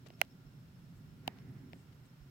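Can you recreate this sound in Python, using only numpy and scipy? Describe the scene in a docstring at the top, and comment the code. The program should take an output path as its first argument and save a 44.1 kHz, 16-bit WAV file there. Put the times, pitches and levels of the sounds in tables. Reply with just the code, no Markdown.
"""A camera case clicks and snaps under the fingers, right at its two microphone ports.
Each snap excites heavily damped case modes; skin slips on the case and the hand rubs it softly.
Behind, in a quiet forest: a low rumble that swells as the camera moves, soft bumps of air on the ports,
high rustles, far-off chirps, thin hiss and a faint steady whine."""
import sys
import numpy as np
from scipy import signal
from scipy.fft import rfft, irfft, next_fast_len
from scipy.io import wavfile
from scipy.ndimage import map_coordinates

SR = 44100
rng = np.random.default_rng(int(sys.argv[2]) if len(sys.argv) > 2 else 0)


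def pcm_store(signal):
    """Save signal as 16-bit PCM."""
    levels = np.round(np.clip(np.atleast_2d(signal), -1, 1) * 32767)
    wavfile.write(sys.argv[1], SR, levels.astype(np.int16).T)


N = 101429

# case snaps: t/s, pitch factor, hardness/(dB/oct), rebound fraction, thud/dB,
# knock L/dB, R/dB, ring L/dB, R/dB, crack L/dB, R/dB
SNAPS = [(.0620, 0.9, 0, 0.4, -62, -57, -44, -69.5, -64.5, -59, -60),
         (0.0856, 1.3, 4, 0, -65, -64, -64, -58, -56, -41, -61.5),
         (0.103, 0.95, 18.5, 0.36, -44.5, -54, -42.5, -48, -47, -54.5, -53),
         (.2150, 1.066, -2, 0.09, -43, -22, -16.5, -28, -9, -26.5, -4),
         (0.2493, 1.6, 3, .1, -77, -75.5, -69, -65, -52.5, -47.5, -54.5),
         (1.2766, 1.32, 0, 0.6, -50, -67, -33, -45, -58, -32.5, -51),
         (1.2778, 1.205, 3.5, 0.68, -32, -40, -21.5, -22.5, -34.5, -19.5, -46),
         (1.3868, 1.1, 17, 0, -66, -66, -53, -50, -64, -56, -60),
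         (1.7322, 0.91, 12, 0, -46.5, -45, -39.5, -37, -47, -47, -49)]
# case modes: f/Hz, level/dB, time to crest/s
THUD_MODES = [(183.9, -1.5, 0.001201), (330, -6.5, 0.001004)]
KNOCK_MODES = [(663, -1, 0.0009), (1048, -24.5, 0.00065)]
RING_MODES = [(1416, -17, 0.0011), (1947, -6.5, 0.00062), (2480, -0.5, 0.00031), (2944, -5, 0.00016),
              (3980, -19, 0.00047), (4300, -26, 0.00026), (5690, -32.5, .00035)]
# noise tail of a snap: f/Hz, level/dB
TAIL_SPECTRUM = [(200, -12), (700, 0.5), (2300, -7.5), (5000, -18), (15000, -33.5)]

def snaps(far_lag_s=.00042, knock_lag_s=.0003, rebound_s=.001035, tail_db=-36.5, tail_t60_s=.045):
    """The case snaps and springs back: sharp crack, bright ring, hollow knock, thud, short noise tail."""
    out = np.zeros((2, N + SR))
    t = np.arange(SR // 10) / SR
    for start, pitch, tilt_db, rebound, thud_db, *port_db in SNAPS:
        knock_gain, ring_gain, crack_gain = amp(port_db).reshape(3, 2, 1)
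        # the case carries the snap later to the port where it rings less
        t_port = t - far_lag_s * (ring_gain < ring_gain.max())
        knock = knock_gain * damped_modes(KNOCK_MODES, t_port - knock_lag_s, pitch ** 0.62)
        first_ring = damped_modes(RING_MODES, t_port, pitch, tilt_db)
        spring_back = rebound * damped_modes(RING_MODES, t_port - rebound_s, pitch, tilt_db)
        ring = ring_gain * (first_ring + spring_back)
        crack = crack_gain * np.diff(t_port >= 0, prepend=False)
        thud = amp(thud_db) * low_cut(damped_modes(THUD_MODES, t), hz=79.77, order=1)
        hit = low_cut(knock + ring + crack, hz=560, order=4) + thud
        tail_gain = np.sqrt(np.mean(knock_gain ** 2)) * amp(tail_db - 60 * t / tail_t60_s)
        tail = tail_gain * noise(TAIL_SPECTRUM, likeness=[(1000, .5)])[:, :len(t)]
        out[:, round(start * SR):][:, :len(t)] += hit + tail
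    left, right = out[:, :N]
    right_port_dip = signal.iirnotch(3680, Q=3.9, fs=SR)
    return np.array([left, signal.lfilter(*right_port_dip, right)])

def damped_modes(modes, t, pitch=1, tilt_db=0):
    """Case modes crest and die within a few cycles; neighbours swing in opposite senses."""
    t = np.maximum(t, 0)
    strongest_hz = max(modes, key=lambda mode: mode[1])[0]
    out = 0
    for k, (hz, db, crest_s) in enumerate(modes):
        gain = amp(db + tilt_db * np.log2(hz / strongest_hz))
        envelope = t / crest_s * np.exp(1 - t / crest_s)
        out += (-1) ** k * gain * envelope * np.sin(2 * np.pi * hz * pitch * t)
    return out

# finger slips: t/s, length/s, level/dB
SLIPS = [(0.057, 0.023, -57.5), (0.127, 0.019, -67), (0.166, 0.092, -64), (1.37, 0.0075, -66),
         (1.923, 0.011, -65), (2.052, 0.0089, -68)]
# slip spectrum at each port: f/Hz, level/dB
SLIP_LEFT = [(300, -0.5), (700, -6.5), (2400, 1), (4500, -1.5), (7000, -7.5), (10000, -19), (15000, -25)]
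SLIP_RIGHT = [(300, 9), (680, 23.5), (1100, -25.5), (2200, -8), (4500, -24), (10000, -34), (15000, -33.5)]

def slips(grain_db=3):
    """Skin sticks and slips on the case in a quick run of tiny ticks."""
    ticks = rng.standard_normal(N) * amp(grain_db * np.clip(wobble(rate_hz=1100), -2, 2))
    left = filtered(ticks, lambda hz: amp(log_interp(SLIP_LEFT, hz)))
    right = filtered(ticks, lambda hz: amp(log_interp(SLIP_RIGHT, hz)))
    return swells(SLIPS) * np.array([unit(left), unit(right)])

# rumble envelopes, low and upper part: t/s, level/dB
LOW_LEVEL = [(0, -57), (.2, -57), (.35, -58), (.75, -55), (1, -52), (1.35, -55), (1.5, -51.5), (1.8, -56.5),
             (2, -56.5), (2.15, -61.5), (2.3, -56.5)]
UPPER_LEVEL = [(0, -63), (.25, -67), (.8, -72.5), (1.1, -68), (1.28, -58.5), (1.38, -61), (1.52, -58),
               (1.76, -60.5), (1.85, -69.5), (2.3, -71.5)]
# rumble spectra: f/Hz, level/dB
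LOW_SPECTRUM = [(20, -22.5), (65, -14), (100, -3.5), (140, 2.5), (170, -1.5), (210, -9.5), (300, -19),
                (600, -52.5), (2000, -55)]
UPPER_SPECTRUM = [(120, -25.5), (200, -11.5), (265, 3.5), (320, -14), (370, -6), (450, -19.5), (700, -32.5),
                  (1500, -60)]

def rumble():
    """Low rumble, fuller while the camera moves."""
    low = level(LOW_LEVEL) * noise(LOW_SPECTRUM, likeness=[(140, .95)], pan_db=-2)
    upper = level(UPPER_LEVEL) * noise(UPPER_SPECTRUM, likeness=[(260, .9)], pan_db=-2.5)
    return low + upper

# air bumps: centre t/s, length/s, level/dB
BUMPS = [(0.473, 0.048, -52.5), (0.97, 0.051, -55), (1.941, 0.045, -65), (2.222, 0.049, -48.5)]

def bumps(swing_hz=46.2, left_db=-11):
    """Air bumps the ports with a slow swing or two of pressure, mostly on the right."""
    swing = np.sin(2 * np.pi * swing_hz * np.arange(N) / SR + wobble(rate_hz=27))
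    envelope = swells((centre - length / 2, length, db) for centre, length, db in BUMPS)
    return amp([[left_db], [0]]) * envelope * swing

# rub envelope: t/s, level/dB
RUB_LEVEL = [(0, -99.5), (1.18, -92.5), (1.26, -66.5), (1.31, -66), (1.45, -72.5), (1.58, -71), (1.68, -79),
             (2.3, -82.5)]
# rub spectrum: f/Hz, level/dB
RUB_SPECTRUM = [(300, -15.5), (750, 5), (1100, -0.5), (1600, 2), (2100, 2.5), (3000, -11.5), (6000, -24),
                (15000, -59)]

def rub(rough_db=1.5):
    """The hand brushes softly along the case as the grip shifts."""
    roughness = amp(rough_db * wobble(rate_hz=40))
    return level(RUB_LEVEL) * roughness * noise(RUB_SPECTRUM, likeness=[(1500, .35)], pan_db=-5.5)

# rustles: t/s, length/s, level/dB
RUSTLES = [(0.95, .045, -78), (1.713, 0.16, -78.5), (2.042, 0.043, -76.5)]
# rustle spectrum: f/Hz, level/dB
RUSTLE_SPECTRUM = [(3000, -25), (6000, -10.5), (8000, -1), (9500, -10.5), (12000, -13), (16000, -16)]

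def rustles():
    """A few soft, high rustles, toward the left."""
    return swells(RUSTLES) * noise(RUSTLE_SPECTRUM, likeness=[(8000, .26)], pan_db=6)

# chirps: t/s, level/dB
CHIRPS = [(.125, -77), (.295, -76.5), (.455, -81.5), (.59, -87), (.735, -84.5), (.82, -86), (1.07, -87),
          (1.38, -80), (1.58, -85), (1.77, -90), (2.081, -89), (2.2, -85)]

def chirps(length_s=.045, bed_db=-85):
    """A thin, far-off note comes and goes, barely above the hiss."""
    envelope = amp(bed_db) + swells((start, length_s, db) for start, db in CHIRPS)
    return envelope * narrow_noise(hz=5346, width_hz=100)

# hiss spectrum: f/Hz, level/dB
HISS_SPECTRUM = [(100, 5.5), (450, 3.5), (700, 0), (1100, -1.5), (1500, 0), (2100, -4.5), (3500, -6.5),
                 (4800, -8.5), (6000, -12.5), (8000, -14.5), (10000, -19.5), (13000, -13), (15500, -14.5)]
# hiss between the ports: f/Hz, left-right likeness
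HISS_LIKENESS = [(300, .8), (1500, 0), (4000, 0), (12000, 0)]

def hiss(level_db=-68, edge_hz=15900):
    """Still air and microphone hiss."""
    wideband = noise(HISS_SPECTRUM, HISS_LIKENESS, pan_db=-1)
    return amp(level_db) * filtered(wideband, lambda hz: hz < edge_hz)

# whine lines: f/Hz, width/Hz, level/dB
WHINE_LINES = [(1392, 4.7, -83), (2760, 10, -90)]

def whine():
    """A faint steady whine of two fuzzy lines."""
    return sum(amp(db) * narrow_noise(hz, width_hz) for hz, width_hz, db in WHINE_LINES)

def amp(db):
    return 10 ** (np.asarray(db) / 20)

def unit(x):
    """Scale to rms 1."""
    return x / np.sqrt(np.mean(x ** 2) + 1e-20)

def log_interp(points, hz):
    """Interpolate (f/Hz, value) points on a log axis."""
    f, values = np.transpose(points)
    return np.interp(np.log(hz + 1), np.log(f + 1), values)

def level(points):
    """Gain per sample from (t/s, level/dB) points."""
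    times, db = np.transpose(points)
    return amp(np.interp(np.arange(N) / SR, times, db))

def swells(rows):
    """Sum of half-sine envelopes from (t/s, length/s, level/dB) rows."""
    t = np.arange(N) / SR
    return sum(amp(db) * np.sin(np.pi * np.clip((t - start) / length, 0, 1))
               for start, length, db in rows)

def wobble(rate_hz):
    """Smooth curve through random knots."""
    knots = rng.standard_normal(int(N * rate_hz / SR) + 4)
    return map_coordinates(knots, [np.arange(N) * rate_hz / SR])

def filtered(x, response):
    """Zero-phase filter with gain response(hz)."""
    size = next_fast_len(N + SR // 4)
    return irfft(rfft(x, size) * response(np.fft.rfftfreq(size, 1 / SR)), size)[..., :N]

def low_cut(x, hz, order):
    return signal.sosfilt(signal.butter(order, hz, "high", fs=SR, output="sos"), x)

def noise(spectrum, likeness, pan_db=0):
    """Stereo noise, rms 1; likeness holds (f/Hz, left-right correlation) points; +pan_db is left."""
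    def mid_side_gain(hz):
        angle = np.arccos(np.clip(log_interp(likeness, hz), -1, 1)) / 2
        return amp(log_interp(spectrum, hz)) * [np.cos(angle), np.sin(angle)]
    mid, side = filtered(rng.standard_normal((2, N)), mid_side_gain)
    return unit(np.array([mid + side, mid - side]) * amp([[pan_db / 2], [-pan_db / 2]]))

def narrow_noise(hz, width_hz):
    """Fuzzy spectral line, rms 1, unrelated between the ports."""
    return unit(filtered(rng.standard_normal((2, N)), lambda f: 1 / (1 + ((f - hz) / width_hz) ** 2)))

def scene():
    """Handling sounds over the quiet background."""
    return snaps() + slips() + rumble() + bumps() + rub() + rustles() + chirps() + hiss() + whine()

def record(dry):
    """The camera keeps nothing above its band limit."""
    top_hz, taper_hz = 17100, 500
    return filtered(dry, lambda hz: np.clip((top_hz - hz) / taper_hz, 0, 1))

dry = scene()
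out = record(dry)
pcm_store(out)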